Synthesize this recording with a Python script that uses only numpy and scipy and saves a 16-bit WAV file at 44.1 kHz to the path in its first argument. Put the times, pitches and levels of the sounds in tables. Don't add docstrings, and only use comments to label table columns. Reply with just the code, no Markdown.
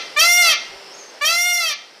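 import sys
import numpy as np
from scipy import signal
from scipy.fft import rfft, irfft
from scipy.io import wavfile
from scipy.ndimage import uniform_filter1d

SR = 44100
rng = np.random.default_rng(int(sys.argv[2]) if len(sys.argv) > 2 else 0)


def to_wav(s):
    ch = np.atleast_2d(s).T
    pcm = np.round(np.clip(ch, -1, 1) * 32767)
    wavfile.write(sys.argv[1], SR, pcm.astype(np.int16))


N = 88200


def peacock(lead_s=0.5):
    # t/s, f/Hz
    earlier_pitch = [(-0.42, 580), (-0.32, 687.6), (-0.2, 700.6), (-0.1, 676.6), (-0.035, 564.6)]
    first_pitch = [(0.161, 583), (0.169, 579.4), (0.217, 657), (0.261, 690.4), (0.295, 699.8),
                   (0.401, 710.5), (0.465, 671.6), (0.517, 627), (0.541, 567.3)]
    second_pitch = [(1.209, 571), (1.221, 573.5), (1.265, 633.6), (1.307, 669.8), (1.379, 698.6),
                    (1.479, 711.6), (1.593, 696.4), (1.685, 629.6), (1.738, 564)]
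    # delay/s, level/dB
    reflections = [(.0071, -18.5), (.0183, -13.5), (.031, -18.5), (.047, -36)]
    cries = [cry(earlier_pitch, effort_db=-10.5, open_s=0.04, fade_db=-0.29),
             cry(first_pitch, effort_db=-8, open_s=0.028, fade_db=-1.3),
             cry(second_pitch, effort_db=-8, open_s=0.039, fade_db=-2.5)]
    lead = round(lead_s * SR)
    source = np.zeros(lead + N)
    for start_s, sound in cries:
        first = max(lead + round(start_s * SR), 0)
        source[first:first + len(sound)] += sound
    direct = colour(source, throat_db)
    echoes = sum(amp(db) * delay(direct, delay_s)[:len(direct)] for delay_s, db in reflections)
    return (direct + echoes + yard_ring(direct))[lead:]


def cry(pitch, effort_db, open_s, fade_db, harmonics=22):
    attack_s, release_s, strain_s, crack_s = 0.013, 0.014, 0.018, 0.02
    shut_db, strain_db, crest_db, crack_db = 2, 2.5, 7.5, -9
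    dull_db_per_khz, dull_above_hz = -5.5, 1530
    crest_above_hz, crest_span_hz = 679, 60.4
    rasp_db, crack_rasp_db = -62, -26
    start_s, end_s = pitch[0][0], pitch[-1][0]
    t = np.arange(start_s, end_s + release_s / 2, 1 / SR)
    shut = soft_step(start_s + open_s - t, width_s=0.0021)
    strain = np.exp(-((t - start_s - open_s - strain_s) / strain_s) ** 2)
    crack = soft_step(t - end_s + crack_s, width_s=0.011)

    arch_hz = uniform_filter1d(at_time(pitch, t), size=900, mode="nearest")
    jitter = 0.0003 + 0.004 * strain + 0.016 * crack
    hz = arch_hz * (1 + jitter * wander(len(t), hz=200))
    cycles = np.cumsum(hz) / SR
    closure = shut + 0.21 * crack
    pulses = np.zeros(len(t))
    for k in range(1, harmonics + 1):
        excess_khz = np.maximum(k * arch_hz - dull_above_hz, 0) / 1000
        pulses += amp(closure * dull_db_per_khz * excess_khz) * np.sin(2 * np.pi * k * cycles)
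    puffs = unit(np.exp(-(cycles % 1) / 0.35) * rng.standard_normal(len(t))) * np.sqrt(harmonics)
    rasp = puffs * (amp(rasp_db) + amp(crack_rasp_db) * crack)

    gate = np.clip((t - start_s) / attack_s, 0, 1) * np.clip((t[-1] - t) / release_s, 0, 1)
    crest = np.clip((arch_hz - crest_above_hz) / crest_span_hz, 0, 1)
    level_db = effort_db + shut_db * shut + strain_db * strain + crest_db * crest + crack_db * crack
    level_db += fade_db * (t - start_s) / (end_s - start_s)
    return start_s, gate * amp(level_db) * (pulses + rasp)


def throat_db(hz):
    # f/Hz, level/dB
    voice = [(300, -39), (600, -12.5), (1250, -6.5), (1800, -3), (2500, -5.5), (3500, -8), (4500, -1),
             (5700, -4.5), (6400, -6.5), (7200, -31), (15000, -54)]
    # f/Hz, width/Hz, lift/dB
    resonances = [(706, 96, 5.5), (1179, 110, 5), (1336.7, 38, 12.5), (1930, 110, 2.5), (2111.8, 97, 13.5),
                  (2361, 71, 11.5), (2622.5, 96, 14), (2835, 61, 9), (3170, 124, 15.5), (3570, 203, 10),
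                  (4087, 480, 3.5), (4620, 56, 9.5), (5638, 188, 10.5), (5995, 79, 9)]
    lift_db = sum(db / (1 + (2 * (hz - f) / width) ** 2) for f, width, db in resonances)
    return at_hz(voice, hz) + lift_db


def yard_ring(x, far_db=-14.5, near_db=-18, near_t60_s=0.18, predelay_s=0.012):
    # f/Hz, t60/s
    decay = [(300, 0.65), (800, 0.5), (2100, 0.58), (3500, 0.63), (5500, 0.43), (9000, 0.8)]
    hz, t, spectra = signal.stft(rng.standard_normal(SR), SR, nperseg=256)
    spectra *= amp(-60 * t / at_hz(decay, hz)[:, None])
    far = signal.istft(spectra, SR, nperseg=256)[1][:SR]
    near = rng.standard_normal(SR) * amp(-60 * np.arange(SR) / SR / near_t60_s)
    tail = (amp(far_db) * unit(far) + amp(near_db) * unit(near)) / np.sqrt(SR)
    return signal.fftconvolve(x, delay(tail, predelay_s))[:len(x)]


def small_bird(waver=0.0068, ring_boost_db=16):
    # t/s, f/Hz, level/dB
    whistle = [(.85, 5000, -56), (.87, 5080, -38), (.915, 5500, -42), (.935, 6490, -45), (.952, 6460, -30),
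               (.96, 7060, -61), (.985, 6640, -35.5), (1.01, 6280, -36), (1.04, 6220, -43),
               (1.08, 6300, -43), (1.12, 6280, -73)]
    t = np.arange(N) / SR
    hz = at_time(whistle, t) * (1 + waver * wander(N, hz=251))
    gate = (t > whistle[0][0]) & (t < whistle[-1][0])
    tone = gate * amp(at_time(whistle, t, column=2)) * np.sin(2 * np.pi * np.cumsum(hz) / SR)
    return tone + amp(ring_boost_db) * yard_ring(tone)


def low_thumps():
    # t/s, half length/s, level/dB
    thumps = [(.215, 0.03, -16), (0.728, 0.041, -26), (1.28, 0.043, -13.5)]
    t = np.arange(N) / SR
    gain = sum(amp(db) * np.exp(-((t - at_s) / half_s) ** 2) for at_s, half_s, db in thumps)
    return gain * wander(N, hz=85)


def outdoors(air_db=-34, patch_db=1, hum_hz=394, hum_waver=0.012, hum_boost_db=12):
    # f/Hz, relative density/dB
    air_spectrum = [(25, -21), (90, -19), (160, -3), (240, -10), (420, -4.5), (700, -5), (1100, -10),
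                    (2200, -12), (3800, -17), (5500, -10), (6500, -28.5), (7300, -24.5), (10000, -31),
                    (15000, -43.5)]
    # t/s, level/dB
    hum_levels = [(.68, -75), (.73, -49), (.9, -53), (1.08, -53), (1.2, -70)]
    frames = dict(nperseg=1024, noverlap=768)
    hz, _, spectra = signal.stft(rng.standard_normal(N), SR, **frames)
    patches = uniform_filter1d(rng.standard_normal(spectra.shape), size=6, axis=0)
    patches = unit(uniform_filter1d(patches, size=16, axis=1))
    spectra *= amp(at_hz(air_spectrum, hz)[:, None] + patch_db * patches)
    air = unit(signal.istft(spectra, SR, **frames)[1][:N])

    t = np.arange(N) / SR
    hum_cycles = np.cumsum(hum_hz * (1 + hum_waver * wander(N, hz=40.34))) / SR
    hum = amp(hum_boost_db + at_time(hum_levels, t)) * np.sin(2 * np.pi * hum_cycles)
    return amp(air_db) * air + hum


def amp(db):
    return 10 ** (np.asarray(db) / 20)


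def unit(x):
    return x / np.sqrt(np.mean(x ** 2) + 1e-20)


def delay(x, delay_s):
    return np.pad(x, (round(delay_s * SR), 0))


def soft_step(t, width_s):
    return 1 / (1 + np.exp(np.minimum(-t / width_s, 50)))


def at_hz(points, hz):
    f, value = np.transpose(points)
    return np.interp(np.log(hz + 1), np.log(f + 1), value)


def at_time(points, t, column=1):
    rows = np.array(points)
    return np.interp(t, rows[:, 0], rows[:, column])


def wander(size, hz):
    f = np.fft.rfftfreq(size, 1 / SR)
    return unit(irfft(rfft(rng.standard_normal(size)) / (1 + (f / hz) ** 4), size))


def colour(x, db_at, size=8192):
    log_gain = np.log(amp(db_at(abs(np.fft.fftfreq(size, 1 / SR)))))
    response = np.exp(np.conj(signal.hilbert(log_gain)))
    taps = np.fft.ifft(response).real[:size // 2]
    return signal.fftconvolve(x, taps)[:len(x)]


def scene():
    mono = peacock() + small_bird() + outdoors() + low_thumps()
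    return np.array([mono, mono])


def record(dry, ceiling_db=-4.5, knee=2.8, oversample=4, cutoff_hz=15450):
    # f/Hz, level/dB
    response = [(20, -30.5), (100, -23.5), (300, -6.5), (1000, -4.5), (5000, -2), (8000, -3.5), (12000, -3),
                (15000, -0.5)]
    # t/s, level/dB
    levels = [(0, -0.5), (.22, -1), (.35, -3.5), (.55, -.5), (1.25, -4.5), (1.45, -8), (1.7, -8.5),
              (2, -8.5)]
    drive = signal.resample_poly(dry.mean(0), oversample, 1) / amp(ceiling_db)
    clipped = drive / (1 + abs(drive) ** knee) ** (1 / knee)
    mono = amp(ceiling_db) * signal.resample_poly(clipped, 1, oversample)
    mono = colour(mono, lambda hz: at_hz(response, hz))
    mono *= amp(at_time(levels, np.arange(N) / SR))
    lowpass = signal.firwin(511, cutoff_hz, window=("kaiser", 9), fs=SR)
    mono = signal.fftconvolve(mono, lowpass, "same")
    return np.array([mono, mono])


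dry = scene()
out = record(dry)
to_wav(out)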